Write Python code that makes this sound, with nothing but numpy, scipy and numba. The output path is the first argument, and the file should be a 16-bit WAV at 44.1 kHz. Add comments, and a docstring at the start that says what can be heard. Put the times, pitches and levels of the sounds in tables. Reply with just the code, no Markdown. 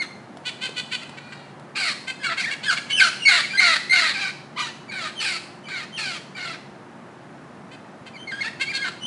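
"""A thin squeal and a clipped squawk open the scene over a low rumble and faint hum: macaws quarrel at a tub, close by.
Squeals and warbles are nearly pure whistles shaped by the throat; yelps are short nasal buzzes of uneven pulses.
Squawks swell and fade while the pitch sags: rough pulses, rasping air, a broken screech and clear low partials.
Knocks on the tub are a noise click and a dull ring; nearby stones and the aviary answer with a short noise tail."""
import sys
import numpy as np
from scipy import signal
from scipy.fft import rfft, irfft
from scipy.io import wavfile
from scipy.ndimage import uniform_filter1d, map_coordinates
from numba import njit

SR = 44100
rng = np.random.default_rng(int(sys.argv[2]) if len(sys.argv) > 2 else 0)


def master(y):
    """Save y as 16-bit WAV."""
    cut = np.clip(np.atleast_2d(y).T, -1, 1)
    pcm = np.round(cut * 32767)  # scale
    wavfile.write(sys.argv[1], SR, pcm.astype(np.int16))


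N = 399546

# throat colour in the harsh register: (frequency [Hz], gain [dB])
HARSH = [(150, -41), (720, -8), (1000, -8), (1400, -4), (2100, -1), (2700, -3.5), (3400, -6.5),
         (4300, -2.5), (5100, -9), (6500, -16), (8500, -17), (10500, -21)]
# throat colour in the nasal register: (frequency [Hz], gain [dB])
NASAL = [(500, -21), (1000, -17), (1600, -8), (2200, -6), (3200, -8), (3900, -13), (4400, -6.5),
         (5200, -20), (8000, -19), (10500, -30)]


def undb(db):
    """Decibels to gain."""
    return 10 ** (np.asarray(db) / 20)


def unit(x):
    """Scale to a spread (standard deviation) of 1."""
    return x / (np.std(x) + 1e-12)


def colour(x, points):
    """Minimum-phase filter whose gain follows (frequency [Hz], gain [dB]) points."""
    hz, db = np.transpose(points)
    size = 4096
    bins_hz = np.arange(size // 2 + 1) * SR / size
    gain = undb(np.interp(np.log(bins_hz + 1), np.log(hz), db))
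    # folding the cepstrum onto positive time makes the filter causal
    cepstrum = irfft(np.log(gain))
    cepstrum[1:size // 2] *= 2
    cepstrum[size // 2 + 1:] = 0
    impulse = irfft(np.exp(rfft(cepstrum)))
    return signal.fftconvolve(x, impulse)[:len(x)]


@njit
def resonance(x, hz, width_hz):
    """State-variable band-pass with a moving centre, gain 1 there."""
    y, band, low = np.empty(len(x)), 0., 0.
    for i in range(len(x)):
        g, damping = np.tan(np.pi * hz[i] / SR), width_hz / hz[i]
        v = (band + g * (x[i] - low)) / (1 + g * (g + damping))
        band, low, y[i] = 2 * v - band, low + 2 * g * v, damping * v
    return y


def wander(t, rate):
    """Smooth random curve of spread near 1, with `rate` new values a second."""
    place = (t - t[0]) * rate
    values = rng.standard_normal(int(place[-1]) + 2)
    return map_coordinates(values, [place], order=3, mode="nearest")


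def turn(hz):
    """Phase [radians] of a vibration at a moving pitch."""
    return 2 * np.pi * np.cumsum(hz) / SR


def pulses(phase, smear=0):
    """One closure of the syrinx per cycle; smear spreads it over the cycle, the treble coming later."""
    return unit(sum(np.cos(k * phase - smear * k ** 2) for k in range(1, 23)))


def throat(x, points, beak_hz, width_hz, beak_db):
    """Fixed windpipe colour plus the resonance of the open beak, evened out so the call sets the loudness."""
    y = colour(x, points)
    y = y + undb(beak_db) * resonance(y, beak_hz, float(width_hz))
    running_rms = np.sqrt(uniform_filter1d(y ** 2, size=1300) + 1e-12)
    return y / running_rms


def call_span(start, length, attack_s, release_s):
    """Time, a gate with soft edges and the share of the call gone by (0-1)."""
    first = int(max(start - attack_s, 0) * SR)
    t = np.arange(first, int((start + length + release_s) * SR)) / SR
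    inside = np.minimum((t - start) / attack_s, (start + length - t) / release_s)
    gate = np.sin(np.pi / 2 * np.clip(1 + inside, 0, 1)) ** 2
    return t, gate, np.clip((t - start) / length, 0, 1)


def add(out, t, x):
    """Mix x into out from time t[0] on."""
    start = int(round(t[0] * SR))
    out[start:start + len(x)] += x[:max(N - start, 0)]


def surroundings():
    """Steady low rumble of coloured noise, with a faint hum of sines wavering in pitch and level."""
    # rumble colour: (frequency [Hz], gain [dB])
    air_colour = [(30, -47.5), (131, -6.5), (213, -3.5), (445, -12.5), (744, -11), (1750, -18.5),
                  (2350, -25), (3080, -30), (10500, -44.5)]
    # a distant machine's hum: (frequency [Hz], level [dB])
    hum_tones = [(143, -55), (357, -54)]
    air_db = -43
    t = np.arange(N) / SR
    bed = unit(colour(rng.standard_normal(N), air_colour)) * undb(air_db)
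    for hz, db in hum_tones:
        phase = turn(hz * (1 + .005 * wander(t, 5)))
        bed = bed + undb(db + 2.5 * wander(t, 1.5)) * np.sin(phase)
    return bed


def whistle(t, hz, points, octave_db, odd_db=2):
    """A slightly unsteady tone whose overtones the throat shapes."""
    phase = turn(hz * (1 + .009 * wander(t, 130) + .016 * wander(t, 1200)))
    throat_hz, throat_db = np.transpose(points)
    tone = 0
    for k in range(1, 7):
        # the windpipe, closed at one end, favours the odd partials
        source_db = octave_db * np.log2(k) + odd_db * (k % 2)
        partial_db = source_db + np.interp(k * hz, throat_hz, throat_db)
        tone = tone + undb(partial_db) * np.sin(k * phase)
    return unit(tone)


def squeal(start, length, first_hz, last_hz, middle_db, rise_db, octave_db=-4, shimmer_db=2.5):
    """The syrinx stretched tight: a nearly pure whistle that holds its note and slides off it."""
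    slide_curve = 1.8  # above 1 the pitch holds first and moves late
    arch_db = 3.5  # weaker by this at both ends
    t, gate, place = call_span(start, length, attack_s=.011, release_s=0.006)
    hz = first_hz + (last_hz - first_hz) * place ** slide_curve
    db = middle_db + rise_db * (place - .5) - arch_db * (2 * place - 1) ** 2
    return t, gate * undb(db + shimmer_db * wander(t, 256)) * whistle(t, hz, HARSH, octave_db)


def walls(x, near_t60_s=0.063, far_db=-12, far_t60_s=0.61):
    """Decaying noise echo: tub and nearby stones answer at once, the aviary lasts longer; treble is lifted."""
    age = np.arange(SR) / SR
    near, far = (rng.standard_normal(SR) * undb(-60 * age / t60) for t60 in (near_t60_s, far_t60_s))
    tail = .25 * near / np.linalg.norm(near) + undb(far_db) * far / np.linalg.norm(far)
    tail = colour(tail, [(600, 0.33), (2200, 4.55), (4500, 6.4), (10000, 8.0)])
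    return signal.fftconvolve(x, tail)[:N]


def screech(t, hz, chaos=0.0678, shake_db=4, octave_db=-4):
    """The tight side of the syrinx out of control: a broken, shaking band of tone and its octave."""
    phase = turn(hz * (1 + chaos * wander(t, 1000) + .025 * wander(t, 120)))
    tone = np.sin(phase) + undb(octave_db) * np.sin(2 * phase)
    return unit(tone * undb(shake_db * np.tanh(wander(t, 445.6))))


def squawk(start, length, first_hz, last_hz, peak_db, peak_place, beak_hz, bright_db):
    """Overblown syrinx: cycles of very uneven length and strength, a rasp of air in each, and a screech under strain."""
    full_db = -20  # peak level at which the strain is full
    swell_db, fade_db = 2.5, 6  # gain up to the peak and loss after it, at full strain
    soft_swell = 0.25  # extra swell [dB] per dB below full strain; the fade gets half
    sag_curve = 1.2  # above 1 the pitch holds first and sags late
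    full_rough, rough_loss = .77, .014  # mid-call roughness at full strain, loss per dB below it
    edge_rough = 0.375  # rougher by this share at both ends
    screech_db, screech_loss = -1, 1  # screech against the rough voice at full strain, dB lost per dB below it
    clear_db = -11.5  # clear low partials against the rough voice

    # one push of air: the level swells and fades, the pitch sags, the voice is roughest at the ends
    t, gate, place = call_span(start, length, attack_s=.014, release_s=0.02404)
    ease_db = max(full_db - peak_db, 0)
    peak_at = np.clip(peak_place, .05, .95)
    below_peak_db = [swell_db + soft_swell * ease_db, 0, fade_db + soft_swell * ease_db / 2]
    db = peak_db - np.interp(place, [0, peak_at, 1], below_peak_db)
    hz = first_hz + (last_hz - first_hz) * place ** sag_curve
    rough = (full_rough - rough_loss * ease_db) * (1 + edge_rough * (2 * place - 1) ** 2)

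    # the two sides of the syrinx beat unevenly, shaking pitch and strength
    flutter = np.tanh(wander(t, 380))
    hz = hz * (1 + .025 * rough * wander(t, 70))
    phase = turn(hz * (1 + rough * (.055 * wander(t, 1000) + .05 * flutter)))
    puffs = (1 + np.cos(phase)) * rng.standard_normal(len(t))
    rasp = unit(colour(puffs, [(900, -12), (3500, 0)]))
    # brief spells of strong and weak cycles fill in between the harmonics
    doubling = 1 + .9 * rough * wander(t, 110) * np.cos(phase / 2)
    source = pulses(phase, smear=.35) * doubling + .5 * rough * rasp
    source = source * np.exp(.5 * rough * flutter)

    # the tongue darts about and tears the sound into shifting bands
    tongue = 0
    for band_hz in (1500, 2600, 4100, 7000):
        moving_hz = band_hz * np.exp(.14 * wander(t, 50))
        tongue = tongue + resonance(source, moving_hz, band_hz / 10.)
    source = source + 1.5 * tongue

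    # the beak closes as the pitch falls, so its resonance sinks too
    sinking_hz = beak_hz * np.sqrt(hz / hz.mean())
    tilted = [(f, gain_db + bright_db * np.log2(max(f / 2000, 1))) for f, gain_db in HARSH]
    voice = throat(source, tilted, sinking_hz, width_hz=1050, beak_db=-2.5)

    # the lowest partials keep their pitch through the chaos, coming and going
    steady = turn(hz * (1 + .02 * wander(t, 500)))
    clear = 0
    for k, strength in enumerate((.6, 1, .9, .3), 1):
        clear = clear + strength * np.sin(k * steady) * undb(4 * wander(t, 40))
    # a squeal lives on inside the squawk as a chaotic screech
    strain = undb(screech_db - screech_loss * ease_db)
    voice = unit(voice + strain * screech(t, sinking_hz) + undb(clear_db) * unit(clear))
    # the treble needs full pressure: it comes last and goes first
    mellow = resonance(voice, sinking_hz, 2500.)
    return t, gate * undb(db) * (mellow + gate ** 2 * (voice - mellow))


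def knock(s, db, hz, click_db, ring_hz=70, click_s=0.0029):
    """Beak or claw on the tub: a dry noise click and the brief, dull ring of plastic, ring_hz wide."""
    age = np.arange(SR // 10) / SR
    ring = resonance(signal.unit_impulse(len(age)), np.full(len(age), float(hz)), float(ring_hz))
    click = resonance(rng.standard_normal(len(age)), np.full(len(age), 3200.), 1800.0)
    click = click * np.exp(-age / click_s)
    return s + age, 2 * undb(db) * (ring / ring.max() + undb(click_db) * click)


def yelp(middle, length, hz, db, beak_hz, arch=0.045, air_db=-14, grit_db=2.5, gape=0.11, jitter=0.018):
    """A short, gritty buzz of uneven pulses; pitch and beak resonance arch as the beak opens and shuts."""
    t = np.arange(int((middle - length) * SR), int((middle + length) * SR)) / SR
    place = 2 * (t - middle) / length  # -1 to 1 over the call
    phase = turn(hz * (1 - arch * place ** 2 + jitter * wander(t, 600) + .012 * wander(t, 90)))
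    buzz = pulses(phase, smear=0.157) * undb(grit_db * wander(t, 346))
    source = buzz + undb(air_db) * rng.standard_normal(len(t))
    opening_hz = beak_hz * np.exp(gape * (.3 - place ** 2) + .04 * wander(t, 100))
    voice = throat(source, NASAL, opening_hz, width_hz=1060, beak_db=6.5)
    return t, undb(db) * voice / (1 + np.abs(place) ** 6)


def warble(points, octave_db=-7, shimmer_db=1.0, rasp_db=-18, crack_octaves_per_s=25):
    """A whistle that cracks from note to note; it turns hoarse while the pitch is on the move."""
    s, hz, db = np.transpose(points)
    t, gate, _ = call_span(s[0], s[-1] - s[0], attack_s=.011, release_s=0.006)
    hz = np.interp(t, s, hz)
    octaves_per_s = uniform_filter1d(np.abs(np.gradient(np.log2(hz), t)), size=600)
    hoarse = np.tanh(octaves_per_s / crack_octaves_per_s)
    tone = whistle(t, hz * (1 + .03 * hoarse * wander(t, 700)), NASAL, octave_db)
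    # the air puffs at half the pitch
    puffs = (1 + np.cos(turn(hz) / 2)) * rng.standard_normal(len(t))
    rasp = unit(colour(puffs, HARSH))
    level = undb(np.interp(t, s, db) + shimmer_db * wander(t, 252))
    return t, gate * level * (tone + undb(rasp_db) * (1 + hoarse) * rasp)


def scene():
    """All the calls and knocks, their echo and the surroundings."""
    # thin whistled calls: (start [s], length [s], first pitch [Hz], last pitch [Hz], level in the middle [dB],
    #   rise from start to end [dB])
    squeals = [ (0, 0.029, 2188, 2030, -27, -2), (2.201, 0.09, 1690, 1296, -34, 20),
               (2.669, 0.044, 1732, 1375, -20.5, -3), (2.911, 0.077, 3028, 3023, -21.5, 3),
               (2.963, 0.089, 1687, 1368, -25, 20), (2.976, 0.033, 2742, 2180, -16.5, 9),
               (3.194, 0.065, 2900, 2764, -31.5, 15), (3.26, 0.044, 2220, 2165, -15, -5.5),
               (3.432, 0.031, 2293, 1990, -29, -7), (3.505, 0.032, 2355, 2430, -32, -2),
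               (3.541, 0.032, 1578, 1670, -29, -1), (3.578, 0.023, 2077, 2114, -15, 5),
               (3.902, 0.039, 2080, 2140, -18, 6), (4.89, 0.021, 2305, 2180, -39.5, 3),
               (5.159, 0.047, 3200, 2940, -34, 15), (5.641, 0.022, 3020, 3000, -45.5, 4),
               (5.663, 0.017, 2335, 2340, -40, 2), (5.928, 0.04, 3130, 3160, -38, 9),
               (5.971, 0.015, 2890, 2450, -29.5, 3), (6.355, 0.01, 2365, 2320, -39.5, -5),
               (8.141, 0.028, 2400, 2160, -41.5, 3), (8.18, 0.068, 3070, 3160, -43.5, 1),
               (8.823, 0.017, 2137, 2074, -29, 5), (9.015, 0.056, 2970, 3080, -32, 16.5)]
    # harsh calls and a soft groan: (start [s], length [s], first pitch [Hz], last pitch [Hz], peak level [dB],
    #   place of the peak [0-1], beak resonance [Hz], treble tilt above 2 kHz [dB per octave])
    squawks = [ (0.019, 0.024, 727, 643, -31, 0.4, 1830, -1), (1.06, 0.45, 503.6, 459, -47, 0.66, 2010, -2),
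               (1.762, 0.16, 832, 568, -24, 0.86, 2186, 1), (2.3, 0.036, 688, 624, -24, 0.46, 1785, -5.5),
               (2.399, 0.023, 757, 693, -25.5, 0.4, 2500, 3), (2.709, 0.032, 735, 656, -22.5, 1, 1443, 2),
               (3.003, 0.081, 774, 627.4, -18.5, 0.1, 1600, 2.5),
               (3.285, 0.12, 790, 604, -15.5, 0.38, 1988, -0.5),
               (3.603, 0.16, 746, 599, -16, 0.45, 2052, -0.5),
               (3.93, 0.18, 759, 566.5, -18, 0.24, 1997, -.5),
               (4.144, 0.16, 823, 737.5, -26.5, 0.62, 2395, -1.5),
               (4.586, 0.098, 1020, 868, -29, 0.2, 3020, -0.5),
               (4.919, .175, 794, 569, -30, 0.86, 1784, -1),
               (5.207, 0.16, 868, 626, -24.5, 0.27, 2404, 1.5),
               (5.69, .15, 800.5, 619, -31, 0.52, 2036, -2), (5.982, 0.19, 894, 595.4, -28, 0.05, 2560, 1),
               (6.37, 0.18, 750, 631.4, -31.5, 0.55, 2100, -2.5),
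               (8.433, 0.051, 924, 893, -30, 0.54, 2600, -2.5),
               (8.848, 0.041, 763, 688, -27.5, 1, 1550, -3)]
    # beak and claw on the tub: (time [s], level before doubling the amplitude [dB], ring [Hz],
    #   click gain against the ring [dB])
    knocks = [(0.371, -37, 717, 0), (.692, -34, 460, 0), (1.094, -40.5, 880, 8), (1.597, -42, 805, 0)]
    # nasal calls: (middle [s], length [s], pitch [Hz], level [dB], beak resonance [Hz])
    yelps = [ (0.477, 0.04, 495.5, -28, 3100), (0.645, 0.053, 514, -27.5, 3000),
             (0.788, 0.039, 504.6, -27, 3200), (0.94, 0.042, 504, -26, 2950),
             (1.028, 0.025, 687, -37, 2320), (1.182, 0.017, 394, -39, 2080),
             (1.33, 0.014, 394.5, -37, 2000), (1.778, 0.02, 408, -31, 2800),
             (2.096, 0.039, 529.7, -28, 2470), (2.255, 0.039, 568, -25.5, 2180),
             (2.389, 0.032, 549, -26, 2200), (2.525, 0.035, 562, -27, 2160), (2.653, .036, 530, -29, 3370),
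             (2.778, 0.019, 561, -25.5, 2300), (2.913, 0.031, 563, -27.5, 2300),
             (7.736, 0.043, 519, -45, 2590), (8.075, 0.023, 536, -40.5, 2620),
             (8.621, 0.034, 546, -23.5, 2340), (8.759, 0.038, 533, -26.5, 4130)]
    # unbroken runs of notes, one list each: (time [s], pitch [Hz], level of the whistle [dB])
    warbles = [
        [(2.412, 2284, -30), (2.422, 2676, -38), (2.439, 1892, -27), (2.449, 2360, -26.5), (2.457, 1678, -28.5),
         (2.486, 1940, -28), (2.506, 1600, -32)],
        [(4.568, 996, -34), (4.583, 1267, -29), (4.588, 973, -30), (4.611, 1290, -28), (4.619, 980, -32),
         (4.655, 957, -39), (4.703, 860, -40)],
        [(8.279, 2200, -36.5), (8.314, 2040, -36), (8.322, 1587, -31.5), (8.402, 1650, -35.5),
         (8.41, 2230, -28), (8.426, 2094, -26.5), (8.433, 1660, -36), (8.484, 1874, -29)],
        [(8.655, 2193, -45), (8.68, 2220, -31.5), (8.713, 2425, -28), (8.727, 1622, -39), (8.825, 1647, -31),
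         (8.872, 1394, -37)],
    ]
    birds = np.zeros(N)
    for source, table in (squeal, squeals), (squawk, squawks), (knock, knocks), (yelp, yelps):
        for row in table:
            add(birds, *source(*row))
    for points in warbles:
        add(birds, *warble(points))
    return (birds + walls(birds) + surroundings())[None]


def record(dry):
    """The loudest peaks are rounded off, the deepest bass drops away, and the recorder cuts the top steeply."""
    bass_hz, top_hz = 45, 10800
    rounded = dry / (1 + (dry / .8) ** 6) ** (1 / 6)
    trimmed = signal.sosfilt(signal.butter(3, bass_hz, "high", fs=SR, output="sos"), rounded)
    return signal.sosfilt(signal.ellip(10, .2, 70, top_hz, fs=SR, output="sos"), trimmed)


dry = scene()
out = record(dry)
master(out)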